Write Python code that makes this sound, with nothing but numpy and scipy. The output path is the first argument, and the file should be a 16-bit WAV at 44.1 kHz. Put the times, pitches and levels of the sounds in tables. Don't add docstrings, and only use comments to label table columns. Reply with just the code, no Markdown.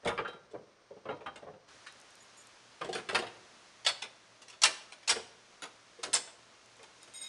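import sys
import numpy as np
from scipy import signal
from scipy.fft import rfft, irfft
from scipy.io import wavfile
from scipy.ndimage import uniform_filter1d

SR = 44100
rng = np.random.default_rng(int(sys.argv[2]) if len(sys.argv) > 2 else 0)


def to_wav(s):
    ch = np.atleast_2d(s).T
    pcm = np.round(np.clip(ch, -1, 1) * 32767)
    wavfile.write(sys.argv[1], SR, pcm.astype(np.int16))


N = 321048
RING_SAMPLES = 8192


def gain_of(db):
    return 10 ** (np.asarray(db) / 20)


def evened(x):
    return x / np.sqrt(np.mean(x ** 2) + 1e-20)


def read(points, hz):
    point_hz, value = np.transpose(points)
    return np.interp(np.log(hz + 1), np.log(point_hz + 1), value)


def add(mix, start_s, sound):
    part = mix[round(start_s * SR):][:len(sound)]
    part += sound[:len(part)]


def noise(count, db_of, size):
    overlap = 3 * size // 4
    hz, t, z = signal.stft(rng.standard_normal(count), SR, nperseg=size, noverlap=overlap)
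    shaped = z * gain_of(db_of(hz[:, None], t))
    return evened(signal.istft(shaped, SR, nperseg=size, noverlap=overlap)[1][:count])


def causal(hz_db):
    mirrored_db = np.r_[hz_db, hz_db[-2:0:-1]]
    log_gain = np.log(gain_of(mirrored_db))
    return np.exp(np.conj(signal.hilbert(log_gain)))[:len(hz_db)]


def sines(modes):
    hz, db, t60_s = np.transpose(modes)[:, :, None]
    t = np.arange(RING_SAMPLES) / SR
    decay = gain_of(db - 60 * t / np.maximum(t60_s, .01))
    return decay * np.sin(2 * np.pi * hz * t) * np.hanning(2 * RING_SAMPLES)[RING_SAMPLES:]


# frequency in Hz, relative density in dB per Hz.
CLATTER_SPECTRUM = [(40, -3.5), (120, -15), (300, -2), (1000, 2), (3000, 9.5), (7000, 9), (9000, 10),
                    (10600, 0.5), (11800, -32)]
# frequency in Hz, t60 in s.
CLATTER_DECAY = [(150, 0.2), (600, 0.13), (2500, 0.047), (9000, 0.012)]
STRIKE_RISE_S = 0.00038


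def blow(rings, boom_db, rattle_s, db, bass_db, treble_db, ring_db, loud_hz, rise_s=STRIKE_RISE_S):
    t, hz = np.arange(RING_SAMPLES) / SR, np.fft.rfftfreq(RING_SAMPLES, 1 / SR)
    chance = rng.random((2, RING_SAMPLES))
    is_contact = abs(chance[0] - .5) < .06
    contacts = np.sign(chance[0] - .5) * gain_of(27.0 * chance[1] ** 2) * is_contact
    contacts *= np.minimum(t / rise_s, 1) * np.exp(-(t / max(rattle_s, .001)) ** 1.053)

    def clatter_db(f, s):
        return read(CLATTER_SPECTRUM, f) - 60 * s / read(CLATTER_DECAY, f)
    clatter = noise(RING_SAMPLES, clatter_db, size=256)
    mode_gains = gain_of(2 * rng.standard_normal(len(rings)))
    ring = mode_gains @ rings * np.minimum(t / 0.0019, 1)

    octaves = np.log2((hz + 1) / loud_hz)
    deep_db = bass_db + boom_db
    tilt_db = read([(30, deep_db - 20), (90, deep_db), (180, deep_db + 3.5),
                    (260, bass_db - 7), (480, bass_db), (1500, 0.0019),
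                    (3200, 0.38 * treble_db), (6000, treble_db), (10500, treble_db),
                    (11900, treble_db - 10.0)], hz)
    band_db = 5 * np.exp(-(octaves / 0.11) ** 2)
    clatter = irfft(rfft(contacts) * rfft(clatter) * causal(tilt_db + band_db))
    far_db = -20 * np.minimum(abs(octaves), 2)
    ring = irfft(rfft(ring) * causal(far_db))
    return gain_of(db) * (clatter / abs(clatter).max() + gain_of(ring_db) * ring / abs(ring).max())


# start in s, clatter peak in dB, bass tilt in dB, treble tilt in dB,
# ring peak in dB against the clatter, favoured band in Hz.
HITCH_HITS = [(0.031, -45, 14, -21, -12, 447), (0.047, -35.5, 12, -7.5, -23, 710),
              (0.055, -23.5, 23.5, -17.5, 0, 671), (0.074, -23, 4.5, -18.5, -20, 471),
              (0.089, -28.5, 3, -31.5, -4.5, 1180), (0.114, -34, 14, -40, 3.5, 964),
              (0.176, -21.5, 1.5, -40, -30, 4800), (0.19, -31, 10, -45.5, -22, 2130),
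              (0.204, -38, 18, -38, 3, 472), (0.248, -31, -4.5, -40.5, -0.5, 1420),
              (0.276, -35.5, 15, -16, -7, 3170), (0.329, -43.5, 19, -21, -2, 1280),
              (0.51, -57.5, 9, -2, 5, 420), (0.533, -41, 34.5, -33, 4, 472),
              (0.543, -35, 24, -55, -1.5, 490), (0.575, -46, 28, -42, -9.5, 625),
              (0.905, -42, 30.5, -31, -1.5, 422), (0.962, -48, 27, -24, -3, 430),
              (1.054, -35, 12, -40, -26, 440), (1.086, -29, 15, -39, -5.5, 1380),
              (1.103, -31.5, 6, -40, -20, 3910), (1.123, -38, 34, -35.5, 3.5, 900),
              (1.208, -41.5, 13.5, -25, -6, 450), (1.259, -32.5, 8, -32.5, -2.5, 1250),
              (1.263, -40.5, 12, -28, -3, 2800), (1.358, -39, 8.5, -10.5, -34.5, 2055),
              (1.423, -43.5, 19, -31, 1, 534), (1.465, -39.5, 21.5, -52, -9.5, 420),
              (1.534, -47.5, 15, -40.5, -13.5, 535), (1.864, -36, -27, -28.5, -15, 1890),
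              (1.866, -45, -17, -9, -2, 5600)]
# mode in Hz, relative level in dB, t60 in s before the common fade.
HITCH_MODES = [(185, -2, .2), (440, 0, .09), (581, -1, .1), (700, -5, .08), (980, -4, .1), (1235, -3, .13),
               (1382, -1, .13), (2130, -4, .08), (2772, -4, .15), (3159, 1, .3), (3862, -2, .4),
               (4194, -8, .35), (4850, -4, .08)]
HITCH_BOOM_DB, HITCH_RATTLE_S = -5.5, 0.018


def hitch_blows(steel):
    rings = sines(HITCH_MODES)
    for start_s, *how in HITCH_HITS:
        add(steel, start_s, blow(rings, HITCH_BOOM_DB, HITCH_RATTLE_S, *how))


# mode in Hz, relative level in dB, t60 in s before the common fade.
COUPLER_MODES = [(194, -2, .25), (365, -4, .15), (465, 0, .09), (1030, -6, .08), (1400, -6, .07),
                 (2993, -5, .06), (3430, -3, .2), (3563, -7, .2), (4406, -2, .25), (4538, -4, .2),
                 (5019, -12, .25), (5140, -9, .25), (6700, -2, .06), (7245, -9, .25), (8330, -8, .2)]
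LATCH_BOOM_DB, LATCH_RATTLE_S = -13, 0.014
# start in s, clatter peak in dB, bass tilt in dB, treble tilt in dB,
# ring peak in dB against the clatter, favoured band in Hz.
KNOCKS = [(2.811, -27.5, 8, -21, -8.5, 630), (2.845, -31.5, 14.5, -11.5, -20, 2020),
          (2.888, -31, 21.5, -10.5, 1.5, 415), (2.927, -28, 8, -4.5, -10, 3440),
          (2.95, -27, 6.5, -8.5, -10.5, 440), (2.979, -35.5, 4.5, -15, -14.5, 300),
          (3.088, -24, 2, -16, -31.5, 850), (3.128, -28, 17, -9, -6.5, 469),
          (3.146, -14.5, 0.5, -14, -34, 1395), (3.187, -27, 7, -5.5, -5.5, 371),
          (3.219, -31.5, 15.5, -18, -12, 442), (3.266, -36, -6, -16.5, -15, 484),
          (4.019, -26, -3.5, -6, -30.5, 2260), (4.048, -46.5, 13, -15, -19, 1970),
          (4.417, -43.5, 14, 4, -11.5, 2660), (4.481, -42.5, -1.5, 1, -17, 5500),
          (4.499, -40, -8.5, 0.5, -13, 2680), (4.526, -46, 0, -12, -3, 2700),
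          (4.681, -32.5, 10.5, -26, -23.5, 3500), (4.921, -35.5, 0.5, -4.5, -27, 2390),
          (5.029, -48, -4, -8.5, -25, 3320), (5.159, -31.5, 15.5, -14, -7, 443.6),
          (5.62, -31, 10.5, -3.5, -8, 1500), (5.649, -43, 0, -40, -18.5, 1284),
          (5.987, -52.5, 12, -9, 8.5, 464), (6.031, -22.5, 2, -4, -28, 1473),
          (6.069, -40.5, 22, -30, -19, 1000), (6.274, -44, 3, -16, -16, 3428),
          (6.791, -46, 8, -19, -15.5, 463), (6.828, -44, 12, -3, -17, 3430),
          (7.075, -48, 13, -5.5, -9, 430)]
COUPLER_BOOM_DB, KNOCK_RATTLE_S = -4.5, 0.017
SEATED_S = 3.5


def knocks(steel, rings):
    for start_s, *how in KNOCKS:
        boom_db = COUPLER_BOOM_DB if start_s < SEATED_S else LATCH_BOOM_DB
        add(steel, start_s, blow(rings, boom_db, KNOCK_RATTLE_S, *how))


# slam in s, slam clatter peak in dB, slide against slam in dB, slide band in Hz, bass tilt in dB,
# treble tilt in dB, slam ring in dB against its clatter, slam band in Hz, bounce delay in s,
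# bounce ring in dB against its clatter, bounce band in Hz.
SNAPS = [(3.863, -15, -14, 4520, -1.5, -4, -3.5, 3740, 0.02, -15, 4000),
         (4.634, -9, -10.5, 4500, -3.5, 0.5, -24, 3580, 0.018, -29, 8950),
         (5.092, -11.5, -7.5, 4500, 2, 3.5, -40, 3500, .015, -10, 1520),
         (6.147, -15, -3, 3060, 4, 4.5, -25.5, 5050, .012, -9.5, 7400)]
SLIDE_LEAD_S, SLIDE_RISE_S, SLIDE_RATTLE_S, SLIDE_RING_DB = .017, 0.00277, 0.019, -11
BOUNCE_DB, BOUNCE_TREBLE_DB = -7, -3


def latch_snaps(steel, rings):
    for (slam_s, db, slide_db, slide_hz, bass_db, treble_db, ring_db, slam_hz,
         bounce_s, bounce_ring_db, bounce_hz) in SNAPS:
        slide = blow(rings, LATCH_BOOM_DB, SLIDE_RATTLE_S, db + slide_db, bass_db, treble_db,
                     SLIDE_RING_DB, slide_hz, SLIDE_RISE_S)
        slam = blow(rings, LATCH_BOOM_DB, LATCH_RATTLE_S, db, bass_db, treble_db, ring_db, slam_hz)
        bounce = blow(rings, LATCH_BOOM_DB, LATCH_RATTLE_S, db + BOUNCE_DB, bass_db,
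                      treble_db + BOUNCE_TREBLE_DB, bounce_ring_db, bounce_hz)
        add(steel, slam_s - SLIDE_LEAD_S, slide)
        add(steel, slam_s, slam)
        add(steel, slam_s + bounce_s, bounce)


# mode in Hz, relative level in dB, t60 in s before the common fade.
PIN_MODES = [(6900, 3, 0.266), (7060, -5, .2), (7460, -14, 0.45), (8500, -3, 0.184), (10180, -2, 0.092),
             (11250, -9.5, 0.26)]
HOOK_MODES = [(2126, -16, .2), (2519, -16, .1), (3240, -20, .15), (3774, -3, .12), (5093, -4, .1),
              (6772, -4, .15), (8565, 0, .2), (11380, -24, .2)]
# start in s, hold in s, level in dB.
PIN_SLIDES = [(2.196, 0.024, -61.5), (2.364, .05, -59)]
HOOK_SLIDES = [(7.01, 0.0076, -59), (7.135, 0.0088, -45), (7.168, 0.017, -48), (7.205, .07, -44.5)]
JINGLE_RISE_S, PIN_FALL_DB_PER_S, HOOK_FALL_DB_PER_S = .011, 600, 190


def jingle(modes, rows, fall_db_per_s):
    start_s, hold_s, db = np.transpose(rows)[:, :, None]
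    t = np.arange(start_s.min() - .2, (start_s + hold_s).max() + .2, 1 / SR)
    rise = np.clip((t - start_s) / JINGLE_RISE_S, 0, 1) ** 2
    falling_s = np.maximum(t - start_s - JINGLE_RISE_S - hold_s, 0)
    level = rise * gain_of(db - fall_db_per_s * falling_s)
    grazes = rng.standard_normal((len(modes), len(t))) * (rng.random(len(t)) < 400 / SR)
    sound = signal.fftconvolve(grazes, sines(modes), axes=1)[:, :len(t)].sum(0)
    return t[0], evened(sound) * level.max(0)


# start in s, peak in dB.
TICK_TIMES = [(1.924, -45.5), (2.0014, -44.5), (2.0144, -46), (2.1066, -47.5), (2.1544, -46), (2.4708, -44),
              (6.6598, -49), (6.768, -49.5), (6.8313, -45), (7.031, -40.5), (7.1381, -41.5)]


def ticks(steel):
    for start_s, db in TICK_TIMES:
        snap = rng.standard_normal(200) * np.exp(-np.arange(200) / 54.0)
        snap = signal.lfilter(*signal.butter(3, [5000, 10000], "bandpass", fs=SR), snap)
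        add(steel, start_s, gain_of(db) * snap / abs(snap).max())


# length in s, first frequency in Hz, last frequency in Hz, peak in dB.
SQUEAK_SWEEP = (.011, 9200, 7000, -19)
SQUEAK_S = 6.137


def squeak(length_s, from_hz, to_hz, db):
    hz = np.linspace(from_hz, to_hz, round(length_s * SR))
    whistle = np.sin(2 * np.pi * np.cumsum(hz) / SR)
    return gain_of(db) * whistle * signal.windows.tukey(len(hz), .6)


# frequency in Hz, t60 in s.
YARD_DECAY = [(200, 1), (1500, 0.57), (5000, 0.48), (10000, 0.4)]
YARD_DB = -14


def yard(x):
    out, turn = np.zeros(N), np.pi * np.arange(N) / SR / .09
    for share in (np.cos(turn), np.sin(turn)):
        tail = noise(SR, lambda f, s: -60 * s / read(YARD_DECAY, f), size=256)
        delayed_tail = np.r_[np.zeros(300), tail / np.linalg.norm(tail)]
        out += signal.fftconvolve(x * share, delayed_tail)[:N]
    return gain_of(YARD_DB) * out


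def flicker(s, rms_db):
    return rms_db * evened(uniform_filter1d(rng.standard_normal(len(s)), size=5))


# frequency in Hz, relative density in dB per Hz.
LEAVES_SPECTRUM = [(12, -31.5), (20, -16), (204, -8), (662, -1), (736, -8), (1100, -4), (2950, -12.5),
                   (5910, -13), (7720, -26.5), (8830, -21), (11800, -52), (15400, -63), (22000, -120)]
LEAVES_DB = -65.5


def leaves():
    return gain_of(LEAVES_DB) * noise(N, lambda f, s: read(LEAVES_SPECTRUM, f) + flicker(s, 0.99), size=1024)


# frequency in Hz, relative density in dB per Hz.
HISS_SPECTRUM = [(12, -48), (20, -26.5), (65, -1.5), (114, -12), (204, 1.5), (233, -2.5), (480, -1),
                 (1100, 2), (6580, -4), (7130, -8.5), (10400, -14.5), (11800, -53.5), (15400, -55),
                 (22000, -120)]
# time in s, level in dB.
HISS_COURSE = [(1.672, -84), (1.685, -58.5), (2.0, -60), (2.6, -60.5), (3.6, -59.5), (4.3, -63.5),
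               (5.4, -62), (6.6, -62), (7.28, -59)]


def hiss():
    sound = noise(N, lambda f, s: read(HISS_SPECTRUM, f) + flicker(s, 0.157), size=1024)
    return sound * gain_of(np.interp(np.arange(N) / SR, *np.transpose(HISS_COURSE)))


# centre in Hz, width in Hz, rms level in dB.
HUM_BAND = (117.3, 4.9, -80)


def hum():
    centre_hz, width_hz, db = HUM_BAND

    def band_db(f, s):
        return -10 * np.log10(1 + (2 * (f - centre_hz) / width_hz) ** 4) + 0 * s
    return gain_of(db) * noise(N, band_db, size=16384)


def scene():
    steel = np.zeros(N)
    hitch_blows(steel)
    coupler_rings = sines(COUPLER_MODES)
    knocks(steel, coupler_rings)
    latch_snaps(steel, coupler_rings)
    add(steel, *jingle(PIN_MODES, PIN_SLIDES, PIN_FALL_DB_PER_S))
    add(steel, *jingle(HOOK_MODES, HOOK_SLIDES, HOOK_FALL_DB_PER_S))
    ticks(steel)
    add(steel, SQUEAK_S, squeak(*SQUEAK_SWEEP))
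    return (steel + yard(steel) + leaves() + hiss() + hum())[None]


EDGE_HZ = 11900


def record(dry):
    lowpass = signal.firwin(511, EDGE_HZ, window=("kaiser", 9), fs=SR)
    return signal.oaconvolve(dry, lowpass[None], "same")


dry = scene()
out = record(dry)
to_wav(out)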